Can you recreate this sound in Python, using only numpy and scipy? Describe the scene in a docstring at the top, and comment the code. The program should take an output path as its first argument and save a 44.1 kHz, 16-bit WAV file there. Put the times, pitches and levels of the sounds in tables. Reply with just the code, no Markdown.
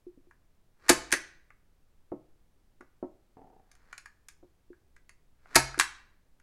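"""A hand-squeezed point driver fires two metal points into a wooden picture frame on a stone turntable.
Each squeeze creaks as it winds a spring; the hammer trips, cracks against the point and rings the frame,
then the handle snaps back. Around the shots, fingers tap the backing board and the tool is set down,
dragged and clicks in the hand. All this is heard in a small, fairly echoey room with a faint hiss."""
import sys
import numpy as np
from scipy import signal
from scipy.fft import rfft, irfft, next_fast_len
from scipy.io import wavfile

SR = 44100
rng = np.random.default_rng(int(sys.argv[2]) if len(sys.argv) > 2 else 0)


def wav_out(sig):
    """Save sig, one row per channel (or a flat mono array), as 16-bit PCM at SR to the path in sys.argv[1]."""
    wavfile.write(sys.argv[1], SR, np.round(np.clip(np.atleast_2d(sig).T, -1, 1) * 32767).astype(np.int16))


N = 283122
RING_TIME = np.arange(2 ** 15) / SR  # time axis of one dying sound, in seconds

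# the two shots: t/s, level/dB, treble cut-off/Hz, place along the frame (0-1), turntable recoil/dB
SHOTS = [(0.8932, -18, 2252, 0.1, -38), (5.557, -18, 3000, 1, -31)]


def undb(db):
    """Turn decibels into a number to multiply by."""
    return 10 ** (np.asarray(db) / 20)


def unit(x):
    """Scale a sound so that its energy is 1."""
    return x / np.sqrt(np.sum(x ** 2))


def add(track, s, x, db):
    """Mix in x at s seconds; db is the level it would have if all its energy came within 10 ms."""
    start = int(s * SR)
    track[start:start + len(x)] += (undb(db) * np.sqrt(SR / 100) * unit(x))[:N - start]


def along(points, hz, column=1):
    """Read between a table's rows, giving every octave the same width."""
    points = np.array(points)
    return np.interp(np.log(np.maximum(hz, 1)), np.log(points[:, 0]), points[:, column])


def colour(x, spectrum):
    """Shape the tone of x with a table of f/Hz, level/dB."""
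    size = next_fast_len(len(x) + 4096) * 2
    gains = undb(along(spectrum, np.fft.rfftfreq(size, 1 / SR)))
    cepstrum = irfft(np.log(gains))
    # fold the second half onto the first, so the filter never sounds before its input
    cepstrum[1:size // 2] *= 2
    cepstrum[size // 2 + 1:] = 0
    return irfft(rfft(x, size) * np.exp(rfft(cepstrum)))[:len(x)]


def soften(x, hz):
    """Cut the treble above hz, as a softer, longer contact does."""
    return signal.sosfilt(signal.butter(3, min(hz, SR / 4), fs=SR, output="sos"), x)


def fade(t60, t=RING_TIME):
    """A smooth decay; t60 is the time in seconds it takes to fall by 60 dB."""
    return np.exp(-np.log(1000) * t / t60)


def crack(spectrum, t60, size=8192):
    """A dying burst of noise: many tones too close together to tell apart."""
    burst = colour(rng.standard_normal(size) * fade(t60, RING_TIME[:size]), spectrum)
    return unit(np.pad(burst, (0, len(RING_TIME) - size)))


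def ring(modes, scatter_db, detune, size=len(RING_TIME)):
    """A struck object rings with its own tones (modes); each blow varies their level and pitch."""
    t, out = RING_TIME[:size], np.zeros(len(RING_TIME))
    for k, (hz, t60, db) in enumerate(modes):
        louder, sharper = rng.standard_normal(2)
        tone = np.sin(2 * np.pi * hz * (1 + detune * sharper) * t) * fade(t60, t)
        out[:size] += (-1) ** k * undb(db + scatter_db * louder) * unit(tone)
    return unit(out)


def air(db=-62.3):
    """Low room rumble under a smooth hiss."""
    # still air and microphone hiss: f/Hz, relative level/dB
    spectrum = [(15, 0), (40, -12), (90, -17.5), (180, -25), (350, -28.5), (700, -35), (1400, -39),
                (2800, -44), (5600, -47), (15000, -51)]
    noise = colour(rng.standard_normal(N + SR), spectrum)[SR:]
    return undb(db) * noise / noise.std()


def room(x, early_db, early_t60, tail_db, build_s):
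    """The direct sound, echoes off bench and walls, a quick scatter and a tail whose treble dies first."""
    # sound lingering in the room: f/Hz, t60/s, relative level/dB
    reverb = [(100, .42, -5), (300, .5, -3), (800, .5, -.5), (1800, .52, -.5), (4500, .46, 0),
              (7000, .37, -1.5), (10000, .28, -4), (15000, .19, -6)]
    # echoes off nearby surfaces: delay/s, relative gain
    surfaces = [(.0042, .2), (.0108, .27), (.0151, .18), (.0235, .12)]
    size = len(RING_TIME)
    freqs = np.fft.rfftfreq(size, 1 / SR)
    noise = rfft(rng.standard_normal(size))
    band_edges = SR / 2 * np.linspace(0, 1, 49) ** 2
    onset = 1 - np.exp(-(RING_TIME / build_s) ** 2)
    scatter = undb(early_db) * unit(onset * fade(early_t60))
    response = np.zeros(size)
    for low, high in zip(band_edges, band_edges[1:]):
        hz = (low + high) / 2
        band = irfft(noise * ((freqs >= low) & (freqs < high)), size)
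        tail = undb(tail_db) * unit(onset * fade(along(reverb, hz)))
        response += band * np.hypot(scatter, tail) * undb(along(reverb, hz, column=2))
    echoes = np.zeros(size)
    for delay_s, gain in surfaces:
        echoes[int(delay_s * SR)] = gain
    response += undb(-3.5) * soften(echoes, hz=6000)  # the surfaces soak up some treble
    response[0] += 1  # the direct sound
    return signal.fftconvolve(x, response)[:N]


def squeeze(grains_per_s=1500):
    """The handle creaks: tiny ticks of friction swell with the grip and die as it eases."""
    # each squeeze: t/s of greatest strain, level/dB, swell/(dB per s), release/(dB per s)
    grips = [(.872, -52.5, 293.5, 402.5), (3.9, -67.5, 65, 107), (5.545, -53, 196.5, 599.5)]
    # tone of the creak: f/Hz, relative level/dB
    creak = [(150, -10), (400, -4), (800, -6), (1500, 0), (2300, -7), (3000, -20), (4300, -15), (9000, -27),
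             (16000, -42)]
    t = np.arange(N) / SR
    grains = colour(rng.standard_normal(N) * (rng.random(N) < grains_per_s / SR), creak)
    strain = sum(undb(db - np.maximum(swell * (s - t), release * (t - s)))
                 for s, db, swell, release in grips)
    return strain * grains / grains.std()


def drag(start_s=3.369, slips=9, first_db=-52.5, loss_db=1.1, gap_s=.0232, slowing_s=.0015):
    """The tool sticks and slips over the wood: dull rasps, ever slower and weaker, over a smooth rub."""
    # tone of the rubbing: f/Hz, relative level/dB
    rasp = [(100, -6), (400, -2.5), (580, -7.5), (770, 5.5), (1050, -17), (1600, -25.5), (3500, -44),
            (9000, -59)]
    out, s = np.zeros(N), start_s
    for k in range(slips):
        add(out, s, crack(rasp, t60=0.034), first_db - k * loss_db)
        s += gap_s + k * slowing_s
    rub = rng.standard_normal(len(RING_TIME)) * fade(t60=0.87)
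    add(out, start_s, colour(rub, rasp), db=-48.5)
    return out


def finger_taps():
    """Soft fingertips drum on the frame's backing board."""
    # each tap: t/s, level/dB
    taps = [(0.0666, -41), (0.175, -54), (0.271, -60), (4.701, -46)]
    # tones of the board: f/Hz, t60/s, relative level/dB
    board = [(283, 0.026, 1.5), (346.4, 0.077, 5.5), (396, 0.026, 1), (538, 0.017, -11)]
    out = np.zeros(N)
    for s, db in taps:
        add(out, s, ring(board, scatter_db=6, detune=0.016), db)
    return out


def turntable():
    """Each shot rocks the heavy turntable on its bearing."""
    # deep tones of the rocking: f/Hz, t60/s, relative level/dB
    rocking = [(35.7, 0.78, -1.5), (50.4, 1, -1.5), (67.5, 0.4, -9.5)]
    out = np.zeros(N)
    for s, *_, recoil_db in SHOTS:
        add(out, s, ring(rocking, scatter_db=5.5, detune=0.026), recoil_db)
    return out


def blows(rebound_s=.016, rebound_db=-5.5):
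    """List the hard shots and soft knocks on the frame: t/s, level/dB, cut-off/Hz, place."""
    # the point pierces the wood, then the tool's nose slams on it: t/s, level/dB, relative to the shot
    drive = [(.002, 0.5), (.008, 2)]
    # the tool knocks against the frame: t/s, level/dB, treble cut-off/Hz
    knocks = [(1.129, -30.5, 800), (2.1183, -31.5, 575), (2.8068, -50.5, 710), (3.027, -31.5, 710),
              (4.428, -51.5, 533), (5.774, -37.5, 585)]
    rows = []
    for s, db, hz, place, _ in SHOTS:
        rows += [(s + delay, db + extra_db, hz, place) for delay, extra_db in drive]
    for s, db, hz in knocks:
        rows.append((s, db, hz, 0))
        rows.append((s + rebound_s, db + rebound_db, hz * 0.92, 0))  # lands again, weaker and duller
    return rows


def frame():
    """The wood rings: where it is hit sets the mix of tones, and a soft knock leaves only the low ones."""
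    # tones of the frame: f/Hz, t60/s, relative level/dB at place 0, relative level/dB at place 1
    tones = [ (134.3, 0.49, -22.5, -6.5), (206.6, .06, -8.5, -15.5), (283, 0.026, -7.5, -13.5),
             (289, 0.11, -6, -6.5), (345, 0.071, 3.5, -15), (503, 0.031, -7.5, -14.5),
             (549, 0.056, -5, -24), (635, 0.044, -9.5, -10.5), (725, 0.073, -8.5, 6), (811, .06, -9, -3.5),
             (918, 0.081, -7.5, -1.5), (1065, 0.14, -9, -7.5), (1277, 0.064, -6.5, -3.5),
             (1332, 0.095, -13, -8.5), (1740, 0.055, -10, -7.5), (2170, 0.072, -13, -5)]
    # crack of the wood: f/Hz, relative level/dB
    wood_crack = [(40, -27.5), (100, -21.5), (160, -18.5), (230, 2.5), (400, 0), (800, -5), (2200, -8.5),
                  (5000, -22)]
    out = np.zeros(N)
    for s, db, contact_hz, place in blows():
        modes = [(hz, t60, near_db + place * (far_db - near_db)) for hz, t60, near_db, far_db in tones]
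        wood = ring(modes, scatter_db=3, detune=0.011) + undb(-4) * crack(wood_crack, t60=.025)
        add(out, s, soften(wood, contact_hz), db)
    return out


def chatter(s, steel_db, housing_db, bounces=3, gap_s=.0045, loss_db=10):
    """After seating the point, the hammer bounces on its stop, weaker each time."""
    return [(s + k * gap_s, steel_db - k * loss_db, housing_db - k * loss_db)
            for k in range(1, bounces + 1)]


def contacts():
    """List every metal contact in the driver: t/s, steel level/dB, housing level/dB."""
    # loose parts click in the hand: t/s, steel level/dB, housing level/dB
    clicks = [ (.3097, -80, -58), (1.504, -79.5, -55.5), (2.8083, -70.5, -51.5), (3.715, -61, -65.5),
              (3.752, -68, -67.5), (3.9279, -55, -43), (3.9792, -48.5, -48.5), (4.058, -58.5, -47),
              (4.2853, -50, -54.5), (4.7303, -92.5, -63), (4.9642, -69.5, -59), (5.0933, -59, -55.5),
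              (5.457, -91.5, -57), (5.743, -61.5, -40.5), (6.399, -74, -67.5)]
    # catch trips, hammer flies, hits the point, seats it:
    # t/s, steel level/dB, housing level/dB, all relative to the shot
    firing = [(-.0098, -26, -17), (-.0023, -9, -8), (0, 1, -2), (.004, 1.5, -4.5)]
    # the handle is let go: t/s, level/dB
    releases = [(1.125, -29), (5.7974, -27.5)]
    # handle unsticks, catch clicks, handle slams, hammer latches, handle rebounds:
    # t/s, steel level/dB, housing level/dB, all relative to the release
    snap_back = [(-.018, -25, -18), (-.007, -5, -15), (0, 5.5, 8), (.0035, -5, -29), (0.0114, -3.5, 2)]
    rows = list(clicks)
    for s, db, *_ in SHOTS:
        rows += [(s + delay, db + steel, db + housing) for delay, steel, housing in firing]
        rows += chatter(*rows[-1])
    for s, db in releases:
        rows += [(s + delay, db + steel, db + housing) for delay, steel, housing in snap_back]
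    return rows


def driver():
    """Every contact cracks in the steel parts and rings the hollow housing around them."""
    # tones of the hammer and spring: f/Hz, t60/s, relative level/dB
    steel_tones = [(4630, 0.016, -8), (5350, 0.044, -8.5), (6300, 0.022, -5.5), (6460, 0.037, -0.5),
                   (6950, 0.0044, 3.5), (9558, .015, -6)]
    # crack of the steel: f/Hz, relative level/dB
    steel_crack = [(400, -22), (1500, -2.5), (2600, -10.5), (3300, -3.5), (4400, 1.5), (6500, -.5),
                   (8200, -0.5), (10300, -1), (12500, -11.5), (15500, -27.5)]
    # tones of the housing: f/Hz, t60/s, relative level/dB
    housing_tones = [(1120, .018, -13), (1400, 0.038, -5), (1537, .02, -1.5), (1790, .017, 1),
                     (1964, 0.051, -1.5), (2260, 0.023, -2.5), (2420, 0.024, -5.5)]
    # crack of the housing: f/Hz, relative level/dB
    housing_crack = [(150, -32.5), (600, -21), (1000, -8), (1650, 2.5), (2500, -3.5), (3000, -9),
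                     (6000, -28)]
    out = np.zeros(N)
    for s, steel_db, housing_db in contacts():
        # light clicks leave the spring free to ping; hard slams are nearly all crack
        ping_db = np.interp(steel_db, [-45, -30], [-2, -13])
        steel = crack(steel_crack, t60=0.029)
        steel += undb(ping_db) * ring(steel_tones, scatter_db=1, detune=0.017, size=4096)
        housing = crack(housing_crack, t60=0.023)
        housing += undb(-8) * ring(housing_tones, scatter_db=4.5, detune=.02, size=4096)
        # a contact that barely stirs the steel is a soft one, so the housing sounds duller too
        contact_hz = 3300 * 2 ** ((steel_db - housing_db) / 18)
        add(out, s, steel, steel_db)
        add(out, s + .0005, soften(housing, contact_hz), housing_db)
    return out


def scene():
    """Everything on the workbench sounds through the room, in one channel."""
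    bench = driver() + frame() + finger_taps() + turntable() + drag() + squeeze()
    heard = room(bench, early_db=-9.0, early_t60=.14, tail_db=-13.0, build_s=.011)
    return (heard + air())[None]


def record(dry):
    """Round off the loudest peaks and cut the very highest treble."""
    ceiling, top_hz = 1.25, 16000
    rounded = ceiling * np.tanh(dry / ceiling)
    return signal.sosfilt(signal.ellip(8, .2, 70, top_hz, fs=SR, output="sos"), rounded)


dry = scene()
out = record(dry)
wav_out(out)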